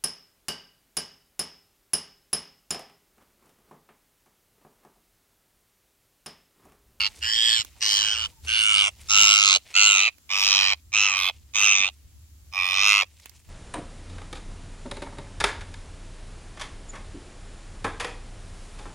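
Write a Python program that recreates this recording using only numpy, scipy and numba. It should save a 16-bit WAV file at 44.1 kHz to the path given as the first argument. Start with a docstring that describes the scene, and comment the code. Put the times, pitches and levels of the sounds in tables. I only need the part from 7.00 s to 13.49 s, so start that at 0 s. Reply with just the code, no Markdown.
"""A parakeet held in a cloth screeches ten times in a crop field, close to a hand-held stereo microphone.
Its syrinx vibrates in short bursts about a hundred times a second, ringing five windpipe and beak
resonances over a low rasp. Behind it: resonant grains rustle as leaves and netting, noise snaps tick,
fingers knock the housing as short low swells, a narrow low hum wavers, wind noise stirs the ports,
an insect trills as throbbing narrow noise and a far bird coos in falling sines, over a far hiss."""
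import sys
import numpy as np
from scipy import signal
from scipy.fft import rfft, irfft, next_fast_len
from scipy.io import wavfile
from scipy.ndimage import uniform_filter1d, map_coordinates
from numba import njit

SR = 44100
rng = np.random.default_rng(int(sys.argv[2]) if len(sys.argv) > 2 else 0)


def store_pcm(level_fs):
    """Save levels as 16-bit WAV."""
    pcm = np.round(np.clip(level_fs, -1, 1) * 32767).astype(np.int16)
    wavfile.write(sys.argv[1], SR, np.atleast_2d(pcm).T)


def volts_from_db(level):
    """Convert decibel levels to linear amplitude ratios."""
    exponent = np.asarray(level, float) / 20
    return 10 ** exponent


N = 286209

# Far hiss spectrum. Each row: frequency in Hz, relative density in dB per Hz.
FIELD_SPECTRUM = [(59, -40), (100, -24), (153, -27.5), (300, -30.5), (480, -43.5), (1480, -41),
                  (5770, -36.5), (7450, -34.5), (8280, -42), (10000, -38), (13500, -39.5), (16000, -40)]
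# Likeness of the hiss at the two ports. Each row: frequency in Hz, likeness (clipped to 0-1).
FIELD_LIKENESS = [(60, -1.5), (240, 1), (950, 1), (3770, -0.6), (15000, -0.03)]
FIELD_DB = -61.5

# Hum level. Each row: time in seconds, level in dB.
HUM_LEVEL = [(0.0, -41), (0.11, -69), (0.25, -42), (0.32, -68), (0.58, -58), (0.98, -62), (1.25, -44),
             (1.3, -81), (1.46, -41.5), (1.64, -57), (2.24, -50), (2.29, -62.5), (3.25, -66.5),
             (3.43, -52.5), (5.17, -54), (5.19, -48.5), (6.4, -60.5), (6.49, -58)]
HUM_HZ, HUM_WIDTH_HZ = 72, 14
# Gusts on the ports. Each row: time in seconds, level in dB before the lumps.
WIND_LEVEL = [(0.0, -39), (0.07, -59.5), (1.79, -56), (2.96, -82), (3.54, -58), (3.69, -65), (6.44, -63),
              (6.49, -52)]

# Far bird. Each row: start in seconds, length in seconds, first pitch in Hz, level in dB at mid-note.
COOS = [(0.072, 0.046, 877, -60), (1.313, 0.038, 950, -66), (1.35, 0.07, 914, -65)]
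COO_FALL_HZ_PER_S = 610
INSECT_HZ, INSECT_WIDTH_HZ, INSECT_DB, TRILLS_PER_S = 7500, 160, -71, 6.5   # level at the top of a throb

# Leaves, cloth and net, one list for each pause of the bird. Each row: time in seconds, level in dB.
RUSTLE_LEVEL = [
    [(0.11, -55), (0.192, -54), (0.2, -56)],
    [(0.66, -49.5), (0.67, -59), (0.79, -58)],
    [(1.3, -53.5), (1.398, -90), (1.45, -48.5)],
    [(1.93, -60.5), (2.056, -52), (2.075, -50)],
    [(2.62, -61), (2.708, -49.5), (2.73, -56.5)],
    [(3.13, -74), (3.136, -80), (3.28, -84.5)],
    [(3.78, -67.5), (3.812, -78), (3.91, -90)],
    [(4.34, -65), (4.53, -72)],
    [(4.94, -66), (5.336, -82), (5.5, -77.5)],
    [(6.08, -68), (6.206, -57.5), (6.24, -56)],
    [(6.27, -58), (6.442, -70), (6.49, -57.5)],
]
# Rustle colouring. Each row: frequency in Hz, relative gain in dB.
LEAF_SPECTRUM = [(180, -43.5), (300, -18.5), (1560, -17.5), (2210, -8), (3830, -8), (4990, -7.5),
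                 (8790, -9), (12500, -17.5), (16000, -38)]
# Stalk and net snaps. Each row: start in seconds, peak in dB before panning, pitch in Hz,
# left against right in dB.
TICKS = [(0.648, -26, 6680, -6), (1.438, -50, 3380, -19), (1.987, -49.5, 2470, -10), (3.183, -42, 650, -10),
         (6.199, -40.5, 5500, -9), (6.258, -27.5, 2280, -6.5), (6.295, -45.5, 4960, -31.5)]
# Fingers on the housing. Each row: start in seconds, drive in dB before panning, pitch in Hz,
# left against right in dB.
THUMPS = [(0.365, -43, 108, -15), (0.491, -41, 103, -16), (0.597, -37, 89.2, -26), (0.932, -43.5, 95, 21),
          (1.077, -39, 144, -1), (1.778, -41, 99, 16), (2.292, -42, 111, -8), (3.685, -39, 109.2, 1.5),
          (4.804, -35, 237, 3), (5.9, -41, 110.6, -7.5)]

# Screeches. Each row: start in seconds, end in seconds, lead of the left port in ms below the notch,
# lead in ms above it, phase turn above it in radians.
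SCREECHES = [(-.03, .092, .2, .495, -1.19), (.21, .636, .2, .345, .94), (.803, 1.278, 0, .33, 1.87),
             (1.462, 1.903, -.1, .125, 2.61), (2.083, 2.585, 0, .205, .78), (2.736, 3.103, .06, .25, 1.4),
             (3.288, 3.753, .12, .165, -1.49), (3.92, 4.315, .1, .1, -1.07), (4.536, 4.906, .1, .115, -.99),
             (5.518, 6.048, .12, .26, 2.52)]
# Syrinx, a row a screech. Each row: wait for the first burst in periods, then bursts per second
# at the start, a third, two thirds and the end.
BURSTS = [(0.71, 100.5, 100.5, 100.5, 100.5), (0.06, 113.1, 112.5, 114.4, 106.2),
          (0.74, 116.2, 101.5, 109.2, 104.9), (0.38, 107.7, 109.6, 101.1, 106.6),
          (0.51, 102.1, 103.1, 101.5, 92.1), (0.59, 80.1, 105.0, 95.7, 134.5),
          (0.63, 95.6, 98.3, 97.1, 100.1), (0.1, 109.1, 99.0, 94.2, 91.9), (0.26, 104.9, 101.6, 97.7, 94.7),
          (1.0, 101.8, 92.0, 102.7, 89.2)]
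# Effort, a list a screech. Each row: time in seconds, main resonance (2) in dB, its centre in Hz.
EFFORT = [
    [(0.004, -21, 2710), (0.07, -25, 2767)],
    [(0.23, -28, 2774), (0.33, -30, 3140), (0.49, -23.5, 3300), (0.56, -25, 3266), (0.61, -34, 2780)],
    [(0.82, -31.5, 2770), (0.912, -28, 3090), (1.015, -28, 3070), (1.03, -26, 2846), (1.13, -25.5, 3073),
     (1.16, -28.5, 2764), (1.255, -29, 2990)],
    [(1.485, -27, 2750), (1.553, -25, 2813), (1.717, -19.5, 2870), (1.813, -19.5, 2900),
     (1.875, -24.5, 2706)],
    [(2.1, -25.5, 2700), (2.166, -16.5, 2785), (2.382, -19, 2772), (2.482, -19, 2685), (2.532, -19, 2680),
     (2.56, -23, 2884)],
    [(2.76, -18.5, 2670), (2.766, -14.5, 2717), (2.894, -14.5, 2780), (3.016, -21, 2590),
     (3.072, -20.5, 2630), (3.08, -22, 2510)],
    [(3.315, -30.5, 2360), (3.348, -24.5, 2565), (3.73, -25, 2490)],
    [(3.94, -27, 2445), (3.966, -20.5, 2645), (4.064, -18.5, 2650), (4.138, -25, 2473), (4.29, -26, 2573)],
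    [(4.56, -24.5, 2490), (4.636, -15.5, 2672), (4.72, -16.5, 2590), (4.788, -25.5, 2510),
     (4.848, -22, 2527), (4.875, -32.5, 2690)],
    [(5.55, -39, 2450), (5.576, -26.5, 2466), (5.756, -25, 2504), (5.89, -16, 2620), (6.014, -20, 2654),
     (6.02, -27, 2403)],
]
# Upper voice as the beak opens and the head turns, a list a screech. Each row: time in seconds,
# resonance 3 in Hz, resonances 3, 4 and 5 in dB, breath hiss in dB.
HIGHS = [
    [(0.01, 4380, -29.5, -41.5, -37.5, -45), (0.04, 4410, -27.5, -43.5, -48, -59),
     (0.07, 4440, -26.5, -38, -55.5, -51)],
    [(0.23, 4580, -34, -44, -45, -50.5), (0.33, 4840, -27.5, -42, -41, -53.5),
     (0.42, 4830, -33.5, -37, -43.5, -49.5), (0.51, 4600, -28, -31.5, -39.5, -44.5),
     (0.6, 4130, -28.5, -36.5, -37.5, -54)],
    [(0.82, 4500, -27.5, -28, -36.5, -50), (0.93, 4600, -23.5, -30.5, -37.5, -41),
     (1.03, 4490, -28, -28, -47.5, -50), (1.12, 4400, -36.5, -34.5, -44, -60),
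     (1.25, 4440, -36, -42.5, -53.5, -66.5)],
    [(1.49, 4310, -40, -39.5, -39, -61), (1.58, 4420, -32, -33.5, -39.5, -55.5),
     (1.68, 4380, -41, -36, -36.5, -54), (1.78, 4450, -32, -32, -37.5, -48.5),
     (1.88, 4170, -40, -35, -33.5, -60.5)],
    [(2.12, 3750, -29.5, -23, -24.5, -47.5), (2.23, 3730, -24, -22.5, -22, -41),
     (2.33, 3850, -26, -26, -27, -41), (2.44, 4040, -24.5, -33.5, -22.5, -49.5),
     (2.56, 4080, -19, -29, -25, -45.5)],
    [(2.77, 4400, -25, -31, -28, -52.5), (2.84, 4380, -23.5, -24.5, -23, -52),
     (2.92, 3730, -27, -28, -25, -47), (3.0, 3790, -25.5, -27, -32.5, -45),
     (3.08, 3950, -33.5, -38, -40.5, -56)],
    [(3.31, 3580, -35.5, -35.5, -38.5, -53.5), (3.42, 3670, -27.5, -26.5, -34, -42),
     (3.52, 3950, -25, -23, -39, -46.5), (3.62, 4050, -24, -27.5, -45, -48.5),
     (3.73, 4060, -27.5, -34, -55, -54)],
    [(3.94, 3770, -33, -30.5, -32, -58), (4.03, 3990, -31.5, -26.5, -34, -46.5),
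     (4.12, 3980, -36.5, -34, -33, -63), (4.2, 3740, -30, -31.5, -51.5, -44),
     (4.29, 3740, -27, -44, -61, -46)],
    [(4.57, 3670, -28.5, -28.5, -33.5, -49), (4.64, 3750, -27, -21.5, -37.5, -44),
     (4.72, 3680, -29.5, -24, -38.5, -51.5), (4.8, 3610, -26.5, -29.5, -40.5, -66.5),
     (4.88, 3600, -30.5, -41, -49, -61.5)],
    [(5.55, 3640, -42.5, -44.5, -53.5, -58), (5.67, 3530, -29.5, -41, -64, -47.5),
     (5.79, 3610, -27.5, -30.5, -35.5, -50), (5.9, 3760, -26, -29, -28.5, -39),
     (6.01, 3780, -30, -41, -40.5, -49.5)],
]
# Windpipe and beak, a row a screech. Each row: resonances 1, 4 and 5 in Hz at mean effort,
# share by which resonance 1 sinks from start to end (the final sag comes on top).
THROATS = [(1340, 1800, 4400, 0.033), (1670, 7300, 7730, 0.12), (1600, 5950, 8100, 0.33),
           (1370, 8600, 6300, 0.39), (1310, 5680, 6800, 0.036), (1321, 6200, 7030, 0.076),
           (1186, 5450, 5900, 0), (1210, 5820, 6600, 0.07), (1220, 6130, 6900, 0.011),
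           (1184, 5300, 6300, 0.0066)]
# Low rasp, a row a screech. Each row: steady level in dB, change in dB as the voice stops (the croak).
RASPS = [(-64, -25), (-56.5, -6), (-55, -38.5), (-59.5, 19.5), (-52.5, 23), (-47.5, 10.5), (-47.5, 6),
         (-49, 19.5), (-49, 12.5), (-47, 16)]
# One value a screech: resonance 1 in dB at mean effort.
RESONANCE_1_DB = [-37.5, -36, -41, -34.5, -30, -30, -36, -34.5, -35, -32.5]
# One value a screech: ragged share at its start, 0-1.
RAGGED_SHARE = [.2, .27, .25, .17, .17, .09, .23, .15, .12, .13]
# One value a screech: sound between the bursts, in dB against a full burst, before its flicker.
LEAK_DB = [-19, -14, -18, -18, -20, -25, -20, -22, -25, -27]
# One value for the rasp and each of resonances 1-5: spread of the side tones in Hz.
SPREAD_HZ = [250, 260, 520, 850, 800, 1000]
# Same order: factor on the ragged share of the screech.
RAGGED_FACTOR = [5.5, 1.6, .9, 2.8, 2.8, 3.2]
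# Same order: exponent on the burst; low tones fill more of each burst than high ones.
SHARPNESS = [1.1, 1.0, 1.45, 1.6, 1.6, 1.6]
# Breath hiss above the resonances. Each row: frequency in Hz, relative density in dB per Hz.
AIR_SPECTRUM = [(7000, -18.5), (8000, 2), (9300, 1.5), (10600, -2.5), (12100, -2), (13900, -6.5),
                (16000, -7.5)]
# Turbulence filling the valleys between resonances. Each row: frequency in Hz, relative density in dB per Hz.
GRIT_SPECTRUM = [(800, -11), (1100, -3.5), (1550, -11), (2200, -3.5), (4700, -4.5), (6400, -3),
                 (8000, -12.5)]
GRIT_DB, GRIT_APART = -7.5, .8   # against the mean dB of resonances 3 and 4; gain of each port's own grit
RASP_HZ, CROAK_S = 800, 0.012   # rasp centre before the sag; time constant of the croak
ATTACK_S, ATTACK_DB, RELEASE_S, RELEASE_DB = 0.02, 23, 0.019, 29.5
FOLLOW_RASP, FOLLOW_LOW = 0.13, 0.54   # share of the main resonance's dB swing in the rasp, resonance 1
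HIGHS_LIFT = .5   # exponent with which resonances 4 and 5 follow the main glide
WAVER_DB, WAVERS_PER_S = 1.5, 12.33   # each resonance swells and sinks on its own
NOTCH_HZ = 1550   # sound bent round the housing cancels here; above it the left port is turned in phase

# Cloth, hands, ground and plants. Each row: left delay in ms, left gain in dB, right delay in ms,
# right gain in dB, both gains before dulling.
ECHOES = [(.37, -9, .58, -9), (1.3, -12, .95, -12), (4.6, -19, 5.3, -20), (11, -27, 13, -26),
          (23, -36, 19, -35), (57, -44, 63, -45)]
# Shading by the housing. Each row: frequency in Hz, left against right in dB.
PORT_SHADE = [(60, -3), (150, -7), (650, -4.5), (1550, 6.5), (2050, 4.5), (2450, -12), (3200, -2.5),
              (4000, -6), (5980, 0), (15000, -2.5)]


def rms_one(x):
    """Scale to rms 1."""
    return x / np.sqrt(np.mean(x ** 2) + 1e-20)


def evened(x, size):
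    """Divide out the slow level."""
    power = uniform_filter1d(uniform_filter1d(x ** 2, size), size)
    return x / np.sqrt(power + 1e-20)


def in_time(rows):
    """Columns of a curve, one value per sample."""
    s, *columns = np.transpose(rows)
    return [np.interp(np.arange(N) / SR, s, c) for c in columns]


def at_hz(points, hz):
    """Read a spectrum on a log-frequency axis."""
    points = np.array(points, float)
    return np.interp(np.log(hz + 1), np.log(points[:, 0] + 1), points[:, 1])


def drift(per_s, size):
    """Slow chance: straight lines between random points; spread about 1."""
    knots = rng.standard_normal(int(size * per_s / SR) + 2)
    return np.interp(np.arange(size) * per_s / SR, np.arange(len(knots)), knots) * 1.2


def coloured(x, spectrum):
    """Filter by a spectrum, nothing outside its ends; rms 1."""
    hz = np.arange(x.shape[-1] // 2 + 1) * SR / x.shape[-1]
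    inside = (hz > spectrum[0][0]) & (hz < spectrum[-1][0])
    return rms_one(irfft(rfft(x) * volts_from_db(at_hz(spectrum, hz)) * inside, x.shape[-1]))


def panned(db, pan_db):
    """Left and right gains pan_db apart."""
    return volts_from_db([[db + pan_db / 2], [db - pan_db / 2]])


@njit
def resonate(x, hz, width_hz, sr):
    """Two-pole resonance whose centre may move."""
    out, r = np.zeros(len(x)), np.exp(-np.pi * width_hz / sr)
    for i in range(2, len(x)):
        fed = x[i] - x[i - 2]
        out[i] = fed + 2 * r * np.cos(2 * np.pi * hz[i] / sr) * out[i - 1] - r * r * out[i - 2]
    return out


def narrow_noise(hz, width_hz, widening):
    """White noise through two resonances in a row, the second wider by a factor."""
    once = resonate(rng.standard_normal(len(hz)), hz, width_hz, SR)
    return resonate(once, hz, widening * width_hz, SR)


def field():
    """Smooth far hiss, alike in both ports in the bass only."""
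    alike = np.clip(at_hz(FIELD_LIKENESS, np.arange(N // 2 + 1) * SR / N), 0, 1)
    mid, side = rfft(rng.standard_normal((2, N)))
    white = irfft(np.sqrt(1 + alike) * mid + np.sqrt(1 - alike) * side * [[1], [-1]], N)
    return volts_from_db(FIELD_DB + 2.0 * drift(4.8, N)) * coloured(white, FIELD_SPECTRUM)


def hum():
    """Narrow wavering low noise, the same in both ports."""
    tone = narrow_noise(np.full(N, float(HUM_HZ)), HUM_WIDTH_HZ, 1.8)
    return volts_from_db(in_time(HUM_LEVEL)[0]) * evened(tone, size=4000)


def wind():
    """Lumpy low wind noise, each port its own, under one level."""
    band = signal.butter(2, [22, 100], "band", fs=SR, output="sos")
    noise = signal.sosfilt(band, rng.standard_normal((2, N)))
    return volts_from_db(in_time(WIND_LEVEL)[0] + 4.5 * drift(18, N)) * rms_one(noise)


def far_bird():
    """Short near-sine coos that fall a little."""
    out = np.zeros(N)
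    for s, length_s, hz, level_db in COOS:
        age_s = np.arange(round(length_s * SR)) / SR
        note = np.sqrt(2) * np.sin(2 * np.pi * (hz - COO_FALL_HZ_PER_S * age_s / 2) * age_s)
        start = round(s * SR)
        out[start:start + len(age_s)] = volts_from_db(level_db) * note * np.hanning(len(age_s))
    return out


def insect():
    """Thin high narrow noise, each port its own, throbbing together."""
    hz = np.full(N, float(INSECT_HZ))
    trill = np.array([rms_one(narrow_noise(hz, INSECT_WIDTH_HZ, 1)) for _ in range(2)])
    throb = (1 + np.sin(2 * np.pi * TRILLS_PER_S * np.arange(N) / SR + 1.0)) / 2
    return volts_from_db(INSECT_DB) * throb * trill


def rustle():
    """Uneven crackles in clumps, dealt to small resonances that come and go on their own."""
    level_db, = in_time(np.concatenate(RUSTLE_LEVEL))
    sizes = volts_from_db(4.5 * np.minimum(rng.exponential(1, (2, N)), 4)) * rng.choice([-1, 1], (2, N))
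    grains_per_s = 5000 * volts_from_db(5.0 * drift(60, N))
    grains = sizes * (rng.random((2, N)) < grains_per_s / SR) + 1e-18
    dealt, out = rng.integers(0, 10, N), 0
    for k, hz in enumerate(np.geomspace(400, 14000, 10)):
        band = signal.butter(1, [hz / 1.25, hz * 1.25], "band", fs=SR)
        rung = signal.lfilter(*band, grains * (dealt == k))
        out = out + volts_from_db(4.0 * drift(30, N)) / np.sqrt(hz) * rung
    nearly_mono = out + 0.99 * out[::-1]
    return volts_from_db(level_db) * coloured(nearly_mono, LEAF_SPECTRUM)


def ticks():
    """Each snap is a few milliseconds of dying noise around its own pitch."""
    out, age_s = np.zeros((2, N + 1500)), np.arange(1500) / SR
    for s, peak_db, hz, pan_db in TICKS:
        noise = rng.standard_normal((2, 1500)) * np.exp(-age_s / .003)
        poles = [1, -1.8 * np.cos(2 * np.pi * hz / SR), .81]
        snap = 0.088 * noise + 0.1 * signal.lfilter([.1, 0, -.1], poles, noise)
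        start = round(s * SR)
        out[:, start:start + 1500] += snap / np.abs(snap).max() * panned(peak_db, pan_db)
    return out[:, :N]


def thumps():
    """Soft low knocks: a sine that swells and dies in milliseconds."""
    out, age_s = np.zeros((2, N)), np.arange(2000) / SR
    for s, drive_db, hz, pan_db in THUMPS:
        knock = np.sin(2 * np.pi * hz * age_s) * age_s / 0.0072 * np.exp(1 - age_s / 0.0029)
        start = round(s * SR)
        out[:, start:start + 2000] += knock * panned(drive_db, pan_db)
    return out


def syrinx(bursts, spent):
    """Membranes start and stop once a burst: swell, burst number, seconds from mid-burst."""
    (delay, *rates), size = bursts, len(spent)
    per_s = np.polyval(np.polyfit([0, 1 / 3, 2 / 3, 1], rates, 3), spent)   # smooth curve through four rates
    burst = np.cumsum(per_s / SR) - delay + .014 * drift(40, size)
    which = np.floor(burst + .5).astype(int) + 1
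    turn = 2 * np.pi * burst
    # quick swell, slower fall
    swell = np.exp(np.cos(turn + .45 * np.cos(turn) - .2) - 1) * volts_from_db(.6 * drift(100, size))
    return swell, which, (burst + 1 - which) / per_s


def side_tones(hz, spread_hz, since_s):
    """An uneven burst is still much like its neighbours: seven slowly wandering tones."""
    size, out = len(since_s), 0
    for offset in np.linspace(-1.1, 1.1, 7) + rng.normal(0, .12, 7):
        side_hz = hz + spread_hz * (offset + .08 * drift(5, size))
        level = volts_from_db(3.0 * drift(8, size) - 3.5 * offset ** 2)
        out = out + level * np.sin(2 * np.pi * side_hz * since_s + .8 * drift(22, size) + 6 * offset)
    return out


def ringing(k, hz, swell, which, since_s, leak, ragged_share):
    """Rasp (k = 0) or resonance k, struck anew by every burst; level evened."""
    gate = swell ** SHARPNESS[k]
    share = np.clip(ragged_share * RAGGED_FACTOR[k], 0, .95)
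    detune, slip = rng.standard_normal((2, 100))[:, which]
    # each restart is much like the one before, bending a little upward
    cycles = hz * since_s * (1 + .005 * detune + 3.0 * since_s)
    tone = np.sqrt(2) * np.sin(2 * np.pi * cycles + 1.8 * share * slip)
    hiss = evened(narrow_noise(hz, SPREAD_HZ[k], 2), size=600)
    sides = evened(side_tones(hz, SPREAD_HZ[k], since_s), size=3000)
    ragged = .9 * sides + (.25 if k else 1.2) * hiss   # the low rasp is mostly breath
    ring = gate * (np.sqrt(1 - share) * tone + np.sqrt(share) * ragged) + leak * hiss
    return evened(ring, size=900)


def at_ports(sound, low_lead_ms, high_lead_ms, turn_rad):
    """Left port shifted in time and phase against the right, as the holding hand sways."""
    n = len(sound)
    size = next_fast_len(n + 200)
    hz = np.arange(size // 2 + 1) * SR / size
    above = 1 / (1 + np.exp((NOTCH_HZ - hz) / 70))
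    low = np.exp(2j * np.pi * hz * low_lead_ms / 1000)
    high = np.exp(1j * (2 * np.pi * hz * high_lead_ms / 1000 + turn_rad))
    left = irfft(rfft(sound, size) * ((1 - above) * low + above * high), size)
    swayed = np.arange(n) + .02 * drift(9, n) * SR / 1000
    return np.array([map_coordinates(left, [swayed], order=3), sound])


def screech(call, bursts, effort, highs, throat, low_db, rasp, ragged_share, leak_db):
    """Bursts of the syrinx ring rasp and resonances, with breath hiss and grit; stereo."""
    start, end, *port_shift = call
    t = np.arange(max(start, 0) * SR, end * SR).astype(int)
    size, t_s = len(t), t / SR
    main_db, f2 = [c[t] for c in in_time(effort)]
    f3, db3, db4, db5, air_db = [c[t] for c in in_time(highs)]
    spent = (t - t[0]) / size
    swell, which, since_s = syrinx(bursts, spent)
    leak = volts_from_db(leak_db + 2.0 * drift(300, size))
    ragged_share = ragged_share * (1 + 1.6 * spent ** 2)   # the voice frays as the breath runs out

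    strain = f2 / f2.mean()   # more effort lifts resonance 1 along with the main one, resonances 4 and 5 less
    f1 = throat[0] * strain * (1 - throat[3] * (spent - .5))
    f4, f5 = [hz * strain ** HIGHS_LIFT for hz in throat[1:3]]
    # the slack membranes drop in pitch as the call stops
    sag = 1 - .45 * np.exp((t - t[-1]) / (.018 * SR))
    centres_hz = [RASP_HZ * sag, f1 * (3 + sag) / 4, f2, f3, f4, f5]

    swing_db = main_db - main_db.mean()
    croak = np.minimum(np.exp((t_s - end + RELEASE_S) / CROAK_S), 1)
    rasp_db = rasp[0] + FOLLOW_RASP * swing_db + rasp[1] * croak
    levels_db = [rasp_db, low_db + FOLLOW_LOW * swing_db, main_db, db3, db4, db5]

    air = coloured(rng.standard_normal(size), AIR_SPECTRUM)
    out = volts_from_db(air_db) * evened((swell ** SHARPNESS[-1] + leak) * air, size=900)
    for k, (hz, level_db) in enumerate(zip(centres_hz, levels_db)):
        ring = ringing(k, hz, swell, which, since_s, leak, ragged_share)
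        out = out + volts_from_db(level_db + WAVER_DB * drift(WAVERS_PER_S, size)) * ring

    grit_level = volts_from_db((db3 + db4) / 2 + GRIT_DB) * evened(swell ** SHARPNESS[2] + 2 * leak, size=900)
    grit = coloured(rng.standard_normal((3, next_fast_len(size))), GRIT_SPECTRUM)[:, :size]
    shared, *apart = grit_level * grit

    # steep onset and stop
    attack_db = -ATTACK_DB * np.clip(1 - (t_s - start) / ATTACK_S, 0, 1)
    release_db = -RELEASE_DB * np.clip(1 - (end - t_s) / RELEASE_S, 0, 1)
    edges = volts_from_db(attack_db + release_db)
    no_bass = signal.butter(2, 480, "high", fs=SR, output="sos")   # a small throat radiates no bass
    out = edges * signal.sosfilt(no_bass, out + shared)
    return t, at_ports(out, *port_shift) + GRIT_APART * edges * np.array(apart)


def parakeet():
    """All screeches with a few dull echoes on each side, shaded between the two ports."""
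    voice = np.zeros((2, N))
    for call in zip(SCREECHES, BURSTS, EFFORT, HIGHS, THROATS, RESONANCE_1_DB, RASPS,
                    RAGGED_SHARE, LEAK_DB):
        t, sound = screech(*call)
        voice[:, t] = sound
    heard = voice.copy()
    dull = signal.lfilter([.6], [1, -.4], voice)
    for echo in ECHOES:
        for side in range(2):
            delay_ms, gain_db = echo[2 * side:2 * side + 2]
            lag = int(delay_ms * SR / 1000)
            heard[side, lag:] += volts_from_db(gain_db) * dull[side, :-lag]
    size = next_fast_len(N)
    hz = np.arange(size // 2 + 1) * SR / size
    shade = volts_from_db(at_hz(PORT_SHADE, hz) * [[.5], [-.5]])
    return irfft(rfft(heard, size) * shade, size)[:, :N]


def scene():
    """Everything at the two ports."""
    background = field() + hum() + wind() + far_bird() + insect()
    return background + rustle() + ticks() + thumps() + parakeet()


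def top_cut(x):
    """Nothing passes above the cut-off."""
    return signal.sosfilt(signal.butter(12, 16510, fs=SR, output="sos"), x)


def record(dry):
    """The microphone rounds the highest peaks."""
    rounded = dry / (1 + (np.abs(dry) / .92) ** 4) ** .25
    return top_cut(rounded)


dry = scene()
out = record(dry)
store_pcm(out)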